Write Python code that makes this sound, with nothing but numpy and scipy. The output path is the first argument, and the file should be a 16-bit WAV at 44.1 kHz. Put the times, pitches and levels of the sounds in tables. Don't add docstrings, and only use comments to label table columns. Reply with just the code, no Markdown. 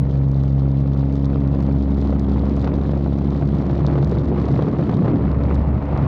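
import sys
import numpy as np
from scipy import signal
from scipy.fft import rfft, irfft, next_fast_len
from scipy.io import wavfile
from scipy.ndimage import uniform_filter1d, minimum_filter1d, map_coordinates

SR = 44100
rng = np.random.default_rng(int(sys.argv[2]) if len(sys.argv) > 2 else 0)


def unload_audio(sound):
    columns = np.transpose(np.atleast_2d(sound))
    steps = np.round(np.clip(columns, -1, 1) * 32767)
    wavfile.write(sys.argv[1], SR, steps.astype(np.int16))


N = 267687
TIME_S = np.arange(N) / SR
SHIFT_S, SHIFT_LENGTH_S = 5.57, 0.061


def amp(db):
    return 10 ** (np.asarray(db) / 20)


def unit(x):
    return x / np.sqrt(np.mean(x ** 2) + 1e-20)


def curve(rows):
    return np.interp(TIME_S, *np.transpose(rows))


def ramp(middle_s, length_s):
    return np.clip((TIME_S - middle_s) / length_s + .5, 0, 1)


def wobble(rate_hz):
    knots = rng.standard_normal(int(N * rate_hz / SR) + 4)
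    return map_coordinates(knots, [TIME_S * rate_hz])


def colour(x, spectrum):
    size = next_fast_len(len(x) + SR // 4)
    hz, db = np.transpose(spectrum)
    bins_hz = np.fft.rfftfreq(size, 1 / SR)
    gain = amp(np.interp(np.log(bins_hz + 1), np.log(hz), db))
    return irfft(rfft(x, size) * gain, size)[:len(x)]


def noise(spectrum, strength=1):
    return unit(colour(rng.standard_normal(N) * strength, spectrum))


def add_burst(track, at_s, burst, spectrum, db_per_oct, pivot_hz):
    lead = SR // 100
    tilted = [(hz, db + db_per_oct * np.log2(hz / pivot_hz)) for hz, db in spectrum]
    sound = colour(np.pad(burst, lead), tilted)
    place = track[round(at_s * SR) - lead:][:len(sound)]
    place += sound[:len(place)]


# t/s, level/dB
AIRFLOW = [(0.04, -2.5), (0.55, -3), (1.58, 1), (1.8, -1), (2.13, 1.4), (2.4, 1.2), (2.67, 3), (2.8, 0),
           (2.94, 2), (3.12, -2.5), (3.38, 2), (3.53, 1), (3.87, 4), (4.22, 2), (4.5, 4.5), (4.7, 3.5),
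           (5.0, 3), (5.1, 5.5), (5.26, 3), (5.52, 5.5), (5.8, 4.1), (5.96, 8)]

def airflow_db(step_db=0, drift_db_per_s=0, follow=1):
    shifted_db = step_db + drift_db_per_s * (TIME_S - SHIFT_S)
    return follow * curve(AIRFLOW) + shifted_db * ramp(SHIFT_S, SHIFT_LENGTH_S)


# t/s, level/dB
HARMONIC_1 = [(0, -23), (1.2, -22), (2.3, -20), (3.5, -24.5), (4.47, -24.5), (4.54, -31), (5.17, -39.5),
              (5.21, -22), (5.36, -22), (5.5, -19.5), (5.7, -17.5), (5.8, -23.5), (6.07, -25)]
HARMONIC_2 = [(0, -19), (.55, -17.5), (1.7, -23.5), (2.1, -37), (2.9, -25), (4, -25.5), (5, -37.5),
              (6.07, -28)]
# multiple, crest t/s, crest level/dB, swell/(dB/s), sink/(dB/s), dip/dB
UPPER_HARMONICS = [(3, 2.19, -24.5, 3.5, 2.5, 16), (4, 1.2, -26, 6, 1.42, 5), (5, 3.7, -32.5, 4, 5, -2)]

def propeller(cycles):
    flutter_db = 0.52 + 0.049 * airflow_db()
    dip = np.exp(-((TIME_S - 4.15) / 0.25) ** 2)
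    levels = [(1, curve(HARMONIC_1)), (2, curve(HARMONIC_2))]
    for k, crest_s, crest_db, swell, sink, dip_db in UPPER_HARMONICS:
        below_crest_db = np.maximum(swell * (crest_s - TIME_S), sink * (TIME_S - crest_s))
        levels.append((k, crest_db - below_crest_db - dip_db * dip))
    tones = [amp(db + flutter_db * wobble(10)) * np.sin(2 * np.pi * k * cycles) for k, db in levels]
    return np.sqrt(2) * sum(tones)


# multiple of blade rate, relative level/dB
ENGINE_LINES = [(5.5, -52.5), (6, -44.5), (6.5, -55), (7, -44), (7.5, -53), (8, -44.5), (8.5, -54),
                (9, -46), (10, -50.5), (10.5, -57), (11, -57), (11.5, -53.5), (12.5, -54.5), (13.5, -57.5)]

def engine_buzz(cycles, gain_db, flutter_db):
    tilt_db = 0.6 * (ramp(middle_s=0.67, length_s=0.81) - 1)
    blur_rad = 0.21 * amp(airflow_db())
    lines = np.zeros(N)
    for k, db in ENGINE_LINES:
        gain = amp(db + tilt_db * (k - 7) + flutter_db * wobble(6))
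        lines += gain * np.sin(2 * np.pi * k * cycles + blur_rad * wobble(12))
    return amp(gain_db) * np.sqrt(2) * lines


def blade_puffs(cycles, lag_cycles, depth_db, share_left):
    share = 1 - (1 - share_left) * ramp(middle_s=1.8, length_s=1.7)
    angle = 2 * np.pi * (cycles - lag_cycles)
    puffs = amp(depth_db * share * (np.sin(angle) + .5 * np.sin(2 * angle)))
    return puffs / np.sqrt(uniform_filter1d(puffs ** 2, SR // 4))


# rate/Hz, weight
EDDY_SCALES = [(30, 0.19), (140, 0.29), (420, 1)]

def eddies():
    depth = 1 - 0.38 * ramp(SHIFT_S, SHIFT_LENGTH_S)
    return depth * sum(weight * wobble(rate_hz) for rate_hz, weight in EDDY_SCALES)


# f/Hz, relative level/dB
RUMBLE_SPECTRUM = [(10, -57), (24, -24.5), (35, -7), (50, 3), (75, 1), (100, -9.5), (130, -18),
                   (300, -75.5), (1000, -120)]
BUFFET_SPECTRUM = [(30, -46.5), (65, -12.5), (90, -7), (120, -1.5), (155, 1.5), (230, -9.5), (320, -22),
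                   (480, -27.5), (1500, -82.5), (4000, -120)]
TEAR_SPECTRUM = [(20, -66), (130, -9), (280, 6), (420, 1.5), (650, -4.5), (1000, -23.5), (1470, -35),
                 (2200, -45.5), (4000, -75.5), (9000, -120)]
HISS_SPECTRUM = [(100, -77.5), (450, -2), (750, 2.5), (1100, 0), (1470, -7.5), (1560, -11.5), (2000, -12),
                 (2700, -20), (3400, -28.5), (5000, -39.5), (8000, -71), (12000, -120)]
SIZZLE_SPECTRUM = [(500, -88), (2000, -15.5), (3200, -0.5), (4100, -2), (5500, -11.5), (7000, -18.5),
                   (8300, -29), (9500, -30), (11000, -48.5), (16000, -120)]
# t/s, level/dB
BUFFET_LEVEL = [(0, -27.5), (0.55, -32.5), (1.5, -26), (2.1, -23.5), (2.6, -21.5), (3.05, -25.5),
                (3.27, -25), (3.45, -23), (4.1, -19), (4.42, -22), (4.56, -19), (4.92, -20), (5.1, -17.5),
                (5.35, -19.5), (5.48, -22.5), (5.77, -18.5), (5.84, -32), (5.96, -18)]
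SIZZLE_LEVEL = [(0, -62.5), (1.7, -60), (2, -57.5), (2.9, -57.5), (3.1, -59.5), (3.7, -57), (4.28, -59),
                (4.45, -55), (4.7, -58.5), (5.1, -57.5), (5.27, -63), (5.8, -63.5), (6.07, -61)]

def slipstream(mid_puffs, treble_puffs):
    shared = eddies()
    rumble = unit(noise(RUMBLE_SPECTRUM) * amp(2.8 * wobble(6.4)))
    buffet = unit(noise(BUFFET_SPECTRUM) * amp(1.4 * wobble(9.7)))
    tear = noise(TEAR_SPECTRUM, mid_puffs * amp(3.1 * shared + eddies()))
    hiss = noise(HISS_SPECTRUM, mid_puffs * amp(3.37 * shared + 1.3 * eddies()))
    flicker_db = 0.68 * shared + 4.5 * eddies() + 1.4 * wobble(13)
    sizzle = noise(SIZZLE_SPECTRUM, treble_puffs * amp(flicker_db))
    return (rumble * amp(-38.5 + airflow_db(step_db=5.5, drift_db_per_s=-9, follow=0.76))
            + buffet * amp(curve(BUFFET_LEVEL))
            + tear * amp(-33.5 + airflow_db(step_db=-1.5, drift_db_per_s=-4))
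            + hiss * amp(-42 + airflow_db(follow=1.2))
            + sizzle * amp(curve(SIZZLE_LEVEL)))


# f/Hz, relative level/dB
TICK_SPECTRUM = [(200, -82), (1500, -23.5), (2900, -5.5), (3600, 10.5), (4400, 8.5), (6000, 0.5),
                 (9000, -18), (13000, -35), (20000, -120)]

def crackle(puffs, gain_db, spread_db, cluster_hz=34):
    slots = (np.arange(.0063, N / SR - .001, .01) * SR).astype(int)
    scatter_db = spread_db * np.clip(rng.standard_normal(len(slots)), -2, 1)
    size_db = gain_db + curve(SIZZLE_LEVEL)[slots] + scatter_db
    sounding = rng.random(len(slots)) < .7 * (1 + wobble(cluster_hz)[slots])
    kicks = np.zeros(N)
    kicks[slots] = sounding * amp(size_db) * puffs[slots] * rng.choice([-1, 1], len(slots))
    return colour(kicks, TICK_SPECTRUM)


# t/s, relative level/dB, tilt/(dB/oct)
SHARP_TICKS = [(.3163, -39.5, 10), (0.346, -39, -5), (.4363, -44, 11), (.8063, -48, 14), (.9358, -41, -6),
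               (.996, -37.5, -2), (1.1263, -39, 6), (1.1563, -42, 7), (1.2467, -34, -5), (1.2563, -36, 2),
               (1.626, -39.5, 10), (1.9463, -40, -3), (2.015, -35, -4), (2.057, -41, 2), (2.1959, -31, 5.5),
               (2.2963, -35, -6), (2.566, -37.5, 11), (2.616, -35.5, 2), (2.6463, -29.5, -5),
               (3.044, -38, -10), (3.186, -40, 10.5), (3.5858, -36, -2), (3.696, -37, -7),
               (3.8664, -25, -3), (3.876, -35.5, -2), (4.0466, -29, 1.5), (4.0758, -39, 6), (4.096, -37, 7),
               (4.116, -35, 5.5), (4.186, -33, -11), (5.3166, -37, -5), (5.437, -34.5, -3),
               (5.546, -37, 12), (5.5553, -33.5, -5), (5.9763, -33, -3)]

def sharp_ticks(gain_db):
    track = np.zeros(N)
    for at_s, db, tilt in SHARP_TICKS:
        add_burst(track, at_s, amp([db + gain_db]), TICK_SPECTRUM, tilt, pivot_hz=4500)
    return track


# f/Hz, relative level/dB
SLAP_SPECTRUM = [(60, -38.5), (250, -1), (500, 1.5), (900, -8), (1450, -17.5), (2200, -27.5), (3500, -34.5),
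                 (6000, -50), (10000, -120)]
# t/s, relative level/dB, flurry length/s, tilt/(dB/oct)
EDDY_SLAPS = [(0.859, -23, 0.0089, -3), (1.332, -22.5, 0.011, 1.5), (1.54, -21, 0.018, -2),
              (1.689, -18.5, 0.013, -2), (2.127, -14.5, 0.0096, -1.2), (2.436, -19, 0.008, -3),
              (2.579, -24, 0.011, -7), (2.643, -18.5, 0.0086, 2.5), (2.675, -15, 0.011, 2.9),
              (2.737, -16.5, 0.0088, -4), (2.786, -22, 0.012, 0), (2.894, -14, 0.0098, -2.5),
              (2.935, -14, 0.011, -3), (3.062, -14.5, 0.01, -2), (3.425, -16, 0.014, -0.5),
              (3.699, -15, 0.015, -0.2), (3.884, -14, 0.0083, -2.5), (3.911, -21, 0.013, 1.5),
              (3.956, -12, 0.0091, -0.5), (3.979, -14.5, 0.012, -0.5), (4.028, -17, 0.0097, 0.3),
              (4.121, -12, 0.011, -3.5), (4.171, -15.5, 0.016, -1), (4.317, -9.5, 0.01, -4.3),
              (4.38, -20.5, 0.0082, 2), (4.488, -11.5, 0.0077, -2.5), (4.592, -6, 0.01, -2.2),
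              (4.622, -15, 0.011, -1.5), (4.683, -19, 0.011, -1), (4.795, -15, 0.019, -2.5),
              (4.894, -14, 0.011, 1.7), (5.046, -13.5, 0.017, -0.3), (5.081, -14, 0.013, 0.5),
              (5.158, -19.5, 0.01, 0.3), (5.187, -22, 0.011, -4)]

def slaps(push_db, flurry_db, rebound, gap_s, attack_s=0.0014):
    t = np.arange(SR // 8) / SR
    track = np.zeros(N)
    for at_s, db, length_s, tilt in EDDY_SLAPS:
        envelope = (1 - np.exp(-t / attack_s)) * np.exp(-(t / length_s) ** 2)
        blow = amp(flurry_db) * envelope * rng.standard_normal(len(t))
        pull_at = round(gap_s * rng.uniform(.5, 2) * SR)
        blow[0] -= amp(push_db)
        blow[pull_at] += rebound * amp(push_db)
        add_burst(track, at_s, amp(db) * blow, SLAP_SPECTRUM, tilt, pivot_hz=550)
    return track


# f/Hz, relative level/dB
ROAR_SPECTRUM = [(60, -54.5), (170, -15.5), (240, 5.5), (330, 1), (420, -3.5), (560, -13.5), (750, -20.5),
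                 (1200, -38.5), (4000, -120)]
# t/s, level/dB
ROAR_LEVEL = [(1, -56), (2, -38), (2.5, -34.5), (3, -31), (3.3, -37), (3.65, -35), (3.9, -27), (4.15, -33),
              (4.35, -27.5), (4.65, -29.5), (5.05, -23), (5.17, -23), (5.23, -45), (6.07, -44)]

def roar():
    return amp(curve(ROAR_LEVEL)) * noise(ROAR_SPECTRUM, amp(3.2 * wobble(30)))


def scene():
    blade_hz, rise_hz_per_s, first_blade_s = 67.82, .442, 0.002597
    t = TIME_S - first_blade_s
    cycles = blade_hz * t + rise_hz_per_s * t ** 2 / 2
    drone = propeller(cycles) + engine_buzz(cycles, gain_db=-1.5, flutter_db=2.0)
    mid_puffs = blade_puffs(cycles, lag_cycles=0.22, depth_db=3, share_left=0.14)
    treble_puffs = blade_puffs(cycles, lag_cycles=0.21, depth_db=3.5, share_left=0.64)
    blows = slaps(push_db=29, flurry_db=2, rebound=.7, gap_s=.0011)
    ticks = crackle(treble_puffs, gain_db=21.5, spread_db=7.5) + sharp_ticks(gain_db=9.5)
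    return (drone + slipstream(mid_puffs, treble_puffs) + ticks + blows + roar())[None]


def limiter(x, ceiling_db, hold_s):
    width = int(hold_s * SR)
    needed = np.minimum(1, amp(ceiling_db) / (np.abs(x) + 1e-9))
    held = minimum_filter1d(needed, width)
    return x * uniform_filter1d(uniform_filter1d(held, width // 2), width // 2)


def record(dry):
    limited = limiter(dry, ceiling_db=-7.2, hold_s=.01)
    return signal.sosfilt(signal.butter(12, 14000, fs=SR, output="sos"), limited)


dry = scene()
out = record(dry)
unload_audio(out)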